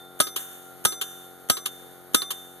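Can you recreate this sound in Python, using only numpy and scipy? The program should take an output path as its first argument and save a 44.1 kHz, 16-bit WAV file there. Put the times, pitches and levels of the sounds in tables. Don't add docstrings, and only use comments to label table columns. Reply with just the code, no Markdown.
import sys
import numpy as np
from scipy import signal
from scipy.fft import rfft, irfft
from scipy.io import wavfile
from scipy.ndimage import map_coordinates

SR = 44100
rng = np.random.default_rng(int(sys.argv[2]) if len(sys.argv) > 2 else 0)


def master_out(mix):
    frames = np.transpose(np.atleast_2d(mix))
    ceiling = np.clip(frames, -1, 1)
    pcm = np.round(ceiling * 32767).astype(np.int16)
    wavfile.write(sys.argv[1], SR, pcm)


def boost(x):
    u = np.asarray(x, float) / 20
    return 10 ** u


N = 114660

# t/s, level/dB, low thump/dB, long ring/dB, valve tick/dB
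BLOWS = [
    (0.2007, -13, -28, -46, -33),
    (.8500, -13, -18, -43, -31),
    (1.4969, -14.5, -14.5, -47.5, -30),
    (2.1439, -13, -27.5, -38.5, -33),
]
# t/s, level/dB, clink f/Hz, clink level/dB
REBOUNDS = [
    (0.268, -32, 4180, -38),
    (0.922, -36, 4210, -35),
    (1.5686, -31, 4000, -31),
    (2.2189, -32, 4170, -26),
]
# t/s, level/dB, after-hiss/dB, ring from the piston's return/dB
PUFFS = [
    (.358, -20.5, -35.5, -52),
    (1.009, -20, -38, -48),
    (1.654, -20.5, -43.5, -54.5),
    (2.302, -20, -40.5, -62),
]

BELL_HZ = [2091, 3811, 5175, 5620, 5921, 6097, 7461, 7667, 9078, 9396, 9467, 10970, 12010, 12440]
# level/dB, time to fade by 60 dB/s
BELL_RING = [(-51, .6), (-48, .8), (-37, .22), (-44, .35), (-37, .27), (-36, .65), (-48, .3), (-22, .3),
             (-42, .5), (-33, .2), (-35, .45), (-38, .35), (-38, .45), (-44, .4)]
LONG_HZ = [3585, 3589]
# level/dB, time to fade by 60 dB/s
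LONG_RING = [(3, 1.05), (-8, .9)]
CLAPPER_HZ = [1265, 1420, 1582, 1695, 2790, 2920, 3480, 5885, 6860, 8610, 9275, 9776, 12225, 13100]
# level/dB, time to fade by 60 dB/s
CLAPPER_RING = [(-26, 0.15), (-9, 0.023), (-36.5, 0.16), (-49.5, 0.3), (-40, .08), (-43, .07), (-30, .05),
                (-28, 0.13), (-49, 0.11), (-36, 0.14), (-10.5, 0.047), (-32, 0.37), (-27, 0.16), (-51, .25)]
YOKE_HZ = [600, 380]
# level/dB, time to fade by 60 dB/s
YOKE_RING = [(-1, .025), (-6, 0.047)]
YOKE_DB = [-9, -22, -20, -24]

# f/Hz, level/dB per Hz
CRACK_COLOUR = [(300, 7), (600, -5.5), (1400, -6), (2200, -8), (3400, 0.5), (5000, -6.5), (9300, -1),
                (14000, -5)]
# f/Hz, level/dB per Hz
THUMP_COLOUR = [(40, -13), (100, 17.5), (150, 1), (300, 3.5), (550, -3), (800, -9), (1500, -24.5)]
# f/Hz, level/dB per Hz
KNOCK_COLOUR = [(150, -28), (380, 11), (700, -27), (1150, 2), (2000, -8), (4200, -3), (7000, -12),
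                (11000, -8)]
# f/Hz, level/dB per Hz
AIR_COLOUR = [(200, -32.5), (380, -2), (700, -20), (1200, -4), (2000, -15.5), (3000, -0.5), (4500, -12),
              (9000, -4.5)]
# f/Hz, level/dB per Hz
HISS_COLOUR = [(500, -20), (1500, 5.5), (2200, -7.5), (3000, 2), (4500, -19), (6000, 0.5), (9000, 4),
               (13000, 8.5)]
# f/Hz, level/dB per Hz
YARD_COLOUR = [(40, -3.5), (130, -5), (500, -4.5), (1000, -15), (1500, -13), (2500, -16.5), (6000, -24.5),
               (12500, -11)]
# f/Hz, level/dB
FAR_SHADE = [(100, -11.5), (350, -9.5), (900, -11.5), (1700, -6.5), (2400, -2), (3000, 1), (6000, -9.5),
             (13000, -16)]

DRONE_ORDERS = [2, 3, 4, 5, 6, 7, 8, 9, 10, 11, 12, 14, 15, 16, 17, 18, 19, 24, 28, 33]
DRONE_DB = [-59.5, -53, -54.5, -66, -54.5, -64, -52.5, -64, -59, -62.5, -65, -65.5, -67.5, -88, -57.5, -68,
            -69, -75, -69, -67.5]
# t/s, level/dB
WHINE = [(0, -57.5), (.3, -60.5), (.75, -56), (1.15, -58.5), (1.4, -60.5), (1.9, -65.5), (2.6, -65.5)]


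def envelope(starts, dbs, rise, hold, t60):
    t = np.arange(N) / SR - np.array(starts)[:, None]
    attack = np.clip(t / rise, 0, 1) ** 2
    fade = boost(-60 * np.clip(t - rise - hold, 0, None) / t60)
    return boost(np.array(dbs, float)) @ (attack * fade)


def drift(rate):
    knots = rng.standard_normal(int(rate * N / SR) + 3)
    return map_coordinates(knots, [np.arange(N) * rate / SR], order=3)


def colour(points):
    hz, db = np.transpose(points)
    bin_hz = np.arange(N // 2 + 1) * SR / N
    return boost(np.interp(np.log(bin_hz + 1), np.log(hz), db))


def noise(spectrum):
    white = rng.standard_normal((2, N))
    x = irfft(rfft(white) * colour(spectrum), N)
    return x / x.std()


def ring(starts, dbs, hzs, modes):
    scatter_db = 1.5
    out = np.zeros((2, N))
    at = (np.array(starts) * SR).astype(int)
    luck = rng.standard_normal((len(at), len(modes), 3))
    for k, (hz, (db, t60)) in enumerate(zip(hzs, modes)):
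        strength = boost(np.array(dbs) + db + scatter_db * luck[:, k, :2].T)
        far_sign = np.sign(luck[0, k, 2])
        clicks = np.full((2, N), 1e-18)
        clicks[:, at] = strength * np.array([[1], [far_sign]])
        r = boost(-60 / (t60 * SR))
        w = 2 * np.pi * hz / SR
        out += signal.lfilter([0, np.sin(w)], [1, -2 * r * np.cos(w), r * r], clicks)
    return out


def blows():
    s, db, low, long, tick = np.transpose(BLOWS)
    tick_lead_s, earlier_ring_db = 0.0094, -57
    valve = noise(HISS_COLOUR) * envelope(s - tick_lead_s, tick, 0.0005, 0.00069, 0.035)
    grit = boost(3.5 * drift(700))
    hit = envelope(s, db, 0.00046, 0.0035, 0.025)
    rattle = envelope(s, db - 15, 0.0023, 0.012, 0.11)
    crack = noise(CRACK_COLOUR) * grit * (hit + rattle)
    thump = noise(THUMP_COLOUR) * envelope(s, low, 0.00204, 0.0048, 0.023)
    force_db = db - db.mean()
    bell = ring(s + 0.0011, force_db, BELL_HZ, BELL_RING)
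    yoke = ring(s + 0.0016, YOKE_DB, YOKE_HZ, YOKE_RING)
    clapper = ring(s + 0.0027, force_db, CLAPPER_HZ, CLAPPER_RING)
    long_ring = ring(np.r_[0, s + 0.001], np.r_[earlier_ring_db, long], LONG_HZ, LONG_RING)
    return valve + crack + thump + bell + yoke + clapper + long_ring


def rebounds():
    s, db, clink_hz, clink_db = np.transpose(REBOUNDS)
    knock = noise(KNOCK_COLOUR) * envelope(s, db, 0.0014, 0.0056, 0.071)
    clink_ring = [(5, 0.035), (-17, 0.025), (-10.5, 0.19), (-1, 0.04)]   # level/dB, fade/s
    clinks = np.zeros((2, N))
    for start, hz, level in zip(s, clink_hz, clink_db):
        tones = [hz, hz * 1.04, 1148, 10800]
        clinks += ring([start, start + 0.00205], [level, level - 3], tones, clink_ring)
    bell = ring(s, db + 9, BELL_HZ, BELL_RING)
    return knock + clinks + bell


def exhaust():
    s, db, after, jolt = np.transpose(PUFFS)
    flutter = boost(0.83 * drift(300))
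    puff = noise(AIR_COLOUR) * flutter * envelope(s, db, 0.005, 0.0032, 0.074)
    flicker = boost(1.0 * drift(15))
    hiss = noise(HISS_COLOUR) * flicker * envelope(s, after, 0.019, 0.028, 1.3)
    piston = ring(s + 0.004, jolt, LONG_HZ + [6097], LONG_RING + [(-4.5, 0.52)])
    return puff + hiss + piston


def compressor():
    drone_hz, sag_hz_per_s, stroke_s = 44.83, 0.025, 0.018
    odd_turn, spread = 1.05, 0.0131
    far_lag_s, far_db = 0.0001, 0
    t = np.arange(N) / SR - np.array([[0], [far_lag_s]])
    turn = 2 * np.pi * (drone_hz * (t - stroke_s) - sag_hz_per_s * t ** 2 / 2)
    drone = np.zeros((2, N))
    for k, db in zip(DRONE_ORDERS, DRONE_DB):
        level = boost(db + 1 * drift(8.2))
        drone -= level * np.cos(k * turn + odd_turn * (k % 2) + spread * k * k)
    whine_db = np.interp(t[0], *np.transpose(WHINE)) + 2.5 * drift(14.05)
    whine = boost(whine_db) * np.sin(2 * np.pi * 1390 * t + 0.34 * drift(5.2))
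    return (drone + whine) * boost(np.array([[0], [far_db]]))


def yard():
    level_db, alike = -51, 0.41
    murmur = noise(YARD_COLOUR)
    murmur[1] = alike * murmur[0] + np.sqrt(1 - alike ** 2) * murmur[1]
    return boost(level_db + 1.0 * drift(10.46)) * murmur


def scene():
    ringer = blows() + rebounds() + exhaust()
    body_cut = signal.butter(2, 120, "high", fs=SR, output="sos")
    near, far = signal.sosfilt(body_cut, ringer)
    shaded = irfft(rfft(far) * colour(FAR_SHADE), N)
    return np.array([near, shaded]) + compressor() + yard()


def low_pass(x):
    return signal.sosfilt(signal.butter(12, 15060, fs=SR, output="sos"), x)


def record(dry):
    cross_lag = 17
    top = 1.05
    crossed = dry - np.roll(dry[::-1], cross_lag, axis=1)
    soft = top * np.tanh(crossed / top)
    top_cut = signal.cheby2(16, 70, 14450, fs=SR, output="sos")
    mix = signal.sosfilt(top_cut, soft)
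    return low_pass(mix)


dry = scene()
out = record(dry)
master_out(out)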